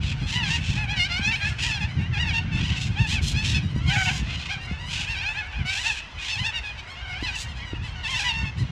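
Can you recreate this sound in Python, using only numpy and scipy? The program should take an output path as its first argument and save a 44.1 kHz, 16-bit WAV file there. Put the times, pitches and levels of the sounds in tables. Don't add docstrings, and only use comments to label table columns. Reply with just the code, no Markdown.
import sys
import numpy as np
from scipy import signal
from scipy.fft import next_fast_len
from scipy.io import wavfile

SR = 44100
rng = np.random.default_rng(int(sys.argv[2]) if len(sys.argv) > 2 else 0)


def store_pcm(level_fs):
    pcm = np.round(np.clip(level_fs, -1, 1) * 32767).astype(np.int16)
    wavfile.write(sys.argv[1], SR, np.atleast_2d(pcm).T)


N = 384111


def amp(db):
    return 10 ** (np.asarray(db) / 20)


def unit(x):
    return x / np.sqrt(np.mean(x ** 2) + 1e-20)


def add(mix, start_s, sound):
    part = mix[max(round(start_s * SR), 0):][:len(sound)]
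    part += sound[:len(part)]


def noise(count):
    return rng.standard_normal(max(count, SR // 5))[:count]


def wander(count, hz):
    return unit(signal.sosfilt(signal.butter(2, hz, fs=SR, output="sos"), noise(count)))


def fade(count, rise_s, fall_s):
    t = np.arange(count) / SR
    fade_in = np.sin(np.pi / 2 * np.minimum(t / rise_s, 1))
    return fade_in * np.sin(np.pi / 2 * np.minimum(t[::-1] / fall_s, 1))


def lowpass(x, hz):
    return signal.sosfiltfilt(signal.butter(2, hz, fs=SR, output="sos"), x)


def colour(x, outline, tilt_db=0):
    size = next_fast_len(len(x))
    octave = np.log2(abs(np.fft.fftfreq(size, 1 / SR)) + 1)
    hz, db = np.transpose(outline)
    gain = amp(np.interp(octave, np.log2(hz), db) + tilt_db * octave)
    response = np.exp(np.conj(signal.hilbert(np.log(gain))))
    return unit(np.fft.ifft(np.fft.fft(x, size) * response).real[:len(x)])


def resonate(x, hz, width_hz):
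    turn = np.exp(2j * np.pi * np.cumsum(hz) / SR)
    decay = np.exp(-np.pi * width_hz / SR)
    return 2 * (turn * signal.lfilter([1 - decay], [1, -decay], x / turn)).real


def voice_box(pitch, jitter, jitter_hz, hiss, flutter, harmonics=18):
    count = len(pitch)
    shaky_pitch = pitch * (1 + jitter * wander(count, jitter_hz))
    phase = 2 * np.pi * np.cumsum(shaky_pitch) / SR
    pulses = unit(np.sin((harmonics + .5) * phase) / np.sin(phase / 2) - 1)
    puffs = (1 + np.cos(phase)) * noise(count)
    return (pulses + hiss * puffs) * np.exp(flutter * wander(count, hz=145))


def branches(voice, decay_s=.007):
    echoes = noise(len(voice)) * np.exp(-np.arange(len(voice)) / SR / decay_s)
    return voice + .5 * signal.fftconvolve(voice, echoes / np.linalg.norm(echoes))[:len(voice)]


def beak(voice, rise_s, fall_s, treble_db=0, split_hz=3300):
    count = len(voice)
    body = lowpass(lowpass(voice, split_hz), split_hz)
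    opening = np.sin(np.linspace(0, np.pi, count)) * amp(treble_db + wander(count, hz=14.7))
    return fade(count, rise_s, fall_s) * unit(body + opening * (voice - body))


# frequency in Hz, boost or cut in dB.
SCREECH_TONE = [(700, -26), (1200, -9.5), (1750, -9.5), (2450, 3), (3300, 0.5), (7000, -10), (10500, -32.5),
                (15500, -50.5)]
# start in seconds, length in seconds, relative level in dB,
# brightness in dB per octave.
SCREECH_CALLS = [(0, 0.13, -33.5, -1), (0.268, 0.12, -30.5, 2), (0.449, 0.15, -30.5, 1.5),
                 (0.617, 0.18, -33, 1.5), (1.44, .093, -36.5, 3), (1.586, 0.15, -26.5, 1.5),
                 (2.557, 0.23, -31.5, -4), (2.747, 0.15, -33.5, 2.5), (3.071, 0.098, -28.5, 3.5),
                 (3.221, 0.12, -31, 8), (3.42, 0.16, -28.5, 2.5), (3.859, 0.37, -34, 5.5),
                 (4.222, .36, -35, -2.5), (4.881, .19, -30, 1), (5.659, 0.36, -30.5, 3.5),
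                 (6.18, .17, -32, 0), (6.936, 0.1, -48, -4), (7.351, 0.1, -35, 7.5), (8.045, 0.28, -35, 5)]


def screeches(pitch_hz=850, arch=.2, margin_s=.014, ring_hz=3200, ring_db=-5):
    out = np.zeros(N)
    for start, length, db, bright_db in SCREECH_CALLS:
        count = round((length + 2 * margin_s) * SR)
        strain = wander(count, hz=21.15)
        hump = np.sin(np.linspace(0, np.pi, count)) - rng.random()
        pitch = pitch_hz * (1 + arch * hump + .06 * wander(count, hz=16))
        rasp = voice_box(pitch, jitter=.075 * amp(3 * strain), jitter_hz=260, hiss=.15, flutter=.28)
        rasp *= amp(strain)
        ring = resonate(rasp, ring_hz * np.exp(.13 * wander(count, hz=10)), width_hz=550)
        voice = colour(branches(rasp + amp(ring_db) * ring), SCREECH_TONE, bright_db)
        add(out, start - margin_s, amp(db) * beak(voice, rise_s=.24 * length, fall_s=.045))
    return out


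# frequency at rest in Hz, boost or cut in dB.
CALL_TONE = [(450, -16), (800, -11), (1200, -12), (1750, -4), (2620, -1.5), (3250, -3), (5800, -14.5),
             (10500, -41), (15500, -56)]
MARGIN_S = .015


def syllable(length, hz, slide, arch, treble_db, spread, rasp, rest_hz=881, ring_hz=2630, ring_db=-2.5):
    swing = np.sin(2 * np.arange(-MARGIN_S, length + MARGIN_S, 1 / SR) / length - 1)
    count = len(swing)
    bend = 2 ** (slide * swing / 2 - arch * swing ** 2) * (1 + .008 * wander(count, hz=50))
    jitter = rasp * amp(6 * wander(count, hz=20))
    buzz = voice_box(hz * bend, jitter, jitter_hz=280, hiss=.03, flutter=.17)
    tuning = (hz / rest_hz) ** .57 * np.exp(spread * rng.uniform(-.34, 1))
    ring = resonate(buzz, ring_hz * tuning * bend, width_hz=420)
    voice = colour(branches(buzz + amp(ring_db) * ring), np.multiply(CALL_TONE, [tuning, 1]))
    return beak(voice, rise_s=.035, fall_s=.022, treble_db=treble_db)


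def chatter(treble_db, pitch_hz=860, range_octaves=.35):
    long, high, slide, arch = rng.uniform(-1, 1, 4)
    length = .06 + .025 * long
    hz = pitch_hz * 2 ** (range_octaves * high)
    return syllable(length, hz, .22 * slide, .06 + .18 * arch, treble_db, spread=.3, rasp=.008)


def flock(calls=320, level_db=-48, spread_db=6):
    out = np.zeros(N)
    for k, (shift, nearness) in enumerate(rng.uniform(-1, 1, (calls, 2))):
        start = (k + shift) / calls * N / SR
        add(out, start, amp(level_db + spread_db * nearness) * chatter(treble_db=-8))
    return out


def trees(calls, low_decay_s=.53, high_decay_s=.25):
    t = np.arange(SR) / SR
    scatter = noise(SR)
    low = lowpass(scatter, hz=2800)
    echo = low * 1000 ** (-t / low_decay_s) + (scatter - low) * 1000 ** (-t / high_decay_s)
    return signal.fftconvolve(calls, echo / np.linalg.norm(echo))[:N]


# time in seconds, relative level in dB.
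BREEZE_LEVELS = [(0.7, -26), (1.1, -31), (2.7, -24.5), (4.25, -25.5), (4.5, -34), (5, -30.5), (5.45, -43.5),
                 (7.05, -45), (7.2, -36), (8.2, -33.5), (8.71, -31)]
# time of the peak in seconds, relative level in dB.
GUST_PEAKS = [(0.73, -23.5), (1.29, -24.5), (1.987, -22), (5.618, -26), (6.41, -28.5), (7.82, -29.5),
              (8.44, -24.5), (8.608, -24.5)]
# frequency in Hz, boost or cut in dB.
WIND_TONE = [(24, -56.5), (45, -0.5), (75, 3), (140, -3), (300, -25), (2000, -88.5)]


def wind(gust_s=.048, lump_db=5, gain_db=-1, brighten=.64):
    t = np.arange(N) / SR
    gusts = sum(amp(db) * np.exp(-((t - peak) / gust_s) ** 2) for peak, db in GUST_PEAKS)
    breeze = amp(np.interp(t, *np.transpose(BREEZE_LEVELS)))
    force_db = 20 * np.log10(np.hypot(breeze, gusts))
    swirls = colour(noise(N) * amp(lump_db * np.tanh(wander(N, hz=16.8))), WIND_TONE)
    deep = lowpass(swirls, hz=95)
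    lift = amp(brighten * (force_db - force_db.mean()))
    return amp(force_db + gain_db) * (deep / lift + (swirls - deep) * lift)


# frequency in Hz, boost or cut in dB.
AIR_TONE = [(120, -5), (400, -14), (1200, -10.5), (6000, -26), (15500, -85)]


def open_air(level_db=-47):
    return amp(level_db) * colour(noise(N), AIR_TONE)


# start in seconds, length in seconds, pitch in Hz, pitch slide in octaves,
# pitch arch in octaves (below 0 it dips), level in dB, treble boost or cut in dB.
YODEL_SYLLABLES = [(0.338, .085, 1002, -.03, 0.19, -27.5, -13), (0.419, 0.068, 832, -.26, -.03, -29.5, 0),
                   (0.504, 0.059, 935, 0.081, 0.062, -27, -3), (.766, 0.091, 866, -0.049, 0.14, -31.5, -8),
                   (.888, 0.054, 835, 0.15, .072, -28.5, -5), (.96, 0.11, 708, -0.011, -0.23, -25, 10.5),
                   (1.1, 0.096, 717.5, 0.17, -.03, -29, 9.5), (1.215, 0.11, 853, 0.26, 0.0067, -25.5, 0),
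                   (1.31, 0.06, 752, 0.067, -0.32, -28, 9), (1.408, 0.07, 817, .14, -0.056, -26.5, -8.5),
                   (1.636, 0.063, 973, .058, 0.24, -32, -23), (1.71, 0.071, 856, -0.17, 0.062, -30, 0.5),
                   (1.805, 0.051, 836, -.05, -0.13, -31.5, -1), (1.968, 0.11, 910, 0, -0.16, -42.5, -11),
                   (2.133, 0.045, 813, -0.13, -0.11, -30.5, -1.5),
                   (2.175, 0.075, 970, .031, 0.22, -28.5, -6), (2.249, 0.07, 866, -.36, 0.061, -30, -3),
                   (2.336, 0.06, 917, 0.011, -0.017, -26, -4.5), (2.52, 0.093, 871, 0.12, -0.12, -34.5, 3),
                   (2.966, 0.1, 912, 0.1, 0.22, -30, -3.5), (3.102, 0.092, 876, -.08, 0.29, -31, 0),
                   (3.343, 0.086, 858, 0.15, 0.04, -31, 11), (3.536, 0.05, 871, 0.054, 0.11, -28.5, 13),
                   (3.87, 0.089, 1010, -0.41, 0.11, -30, -5), (3.895, 0.076, 810, 0.19, 0.068, -27, -10),
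                   (3.965, 0.064, 770, 0, 0.071, -23, -14), (4.055, 0.06, 732, 0.091, -0.13, -28, -11),
                   (4.062, 0.033, 930, -0.018, 0.14, -25.5, -8), (4.494, 0.052, 811, 0.14, 0.15, -31, 1),
                   (5.07, .088, 922, 0, .26, -31.5, -2), (5.15, 0.09, 794, 0.34, -0.14, -32.5, 0),
                   (5.239, 0.082, 838, 0.23, 0.034, -28.5, -4.5),
                   (5.355, 0.061, 866, 0.11, 0.15, -29.5, -8.5), (5.535, 0.082, 832, -0.027, 0.18, -38, -8),
                   (5.655, 0.087, 766, 0.14, 0.013, -29.5, 7.5), (5.755, 0.06, 907, .45, 0.074, -32.5, -13),
                   (5.85, .064, 930, 0, .22, -25.5, -5), (6.283, 0.091, 898, -0.14, .19, -32.5, 9.5),
                   (6.375, 0.056, 1004, 0.23, 0.16, -31, -2), (6.44, 0.06, 914, 0.084, 0.16, -27, -1),
                   (6.538, 0.057, 927, -0.076, 0.000062, -31, 5),
                   (6.64, 0.074, 829, -0.048, -0.013, -34, -5),
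                   (6.778, 0.028, 754, -0.063, -0.093, -41, 25), (7.081, 0.13, 730, 0.28, -0.23, -37, -2),
                   (7.225, 0.042, 1009, -.05, 0.12, -32.5, -4), (7.263, 0.032, 855, -.12, -0.0068, -29, -4),
                   (7.334, 0.035, 976, -0.18, 0.097, -33.5, -9), (8.038, 0.044, 875, .073, -.2, -30.5, 1),
                   (8.086, 0.061, 1074, 0, .12, -30, -17), (8.14, .04, 898, 0.17, -.1, -28.5, 2),
                   (8.182, 0.046, 810, -0.29, -0.21, -28.5, 1), (8.241, 0.046, 823, 0.095, 0.1, -36, 7),
                   (8.247, 0.07, 970, -0.15, 0.035, -25, -6), (8.33, 0.103, 906, .03, .019, -32, -2.5),
                   (8.448, .05, 870, -0.023, -0.027, -35.5, 1)]


def yodels(neighbour_db=-13):
    out = np.zeros(N)
    for start, length, hz, slide, arch, db, treble_db in YODEL_SYLLABLES:
        voice = syllable(length, hz, slide, arch, treble_db, spread=.031, rasp=.0042)
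        add(out, start - MARGIN_S, amp(db) * voice)
        neighbour_start = start - MARGIN_S + rng.uniform(-.03, .01)
        add(out, neighbour_start, amp(db + neighbour_db) * chatter(treble_db=-3))
    return out


# start in seconds, starting level in dB, pitch in Hz.
HAND_BUMPS = [(1.195, -17, 200), (3.762, -13.5, 190), (4.713, -17, 170), (7.226, -20, 298),
              (7.733, -19.5, 308)]


def bumps(decay_cycles=1.17):
    out = np.zeros(N)
    t = np.arange(SR // 10) / SR
    for start, db, hz in HAND_BUMPS:
        add(out, start, amp(db) * np.sin(2 * np.pi * hz * t) * np.exp(-t * hz / decay_cycles))
    return out


def scene():
    near = yodels() + amp(-2.05) * screeches()
    far = flock()
    air = open_air()
    echo = trees(amp(-12.5) * near + amp(-6) * far)
    return (near + far + echo + wind() + bumps() + air)[None]


def record(dry, top_hz=15700):
    ends = fade(N, rise_s=.005, fall_s=.005)
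    treble_cut = signal.firwin(511, top_hz, window=("kaiser", 9), fs=SR)
    return signal.oaconvolve(dry * ends, treble_cut[None], "same")


dry = scene()
out = record(dry)
store_pcm(out)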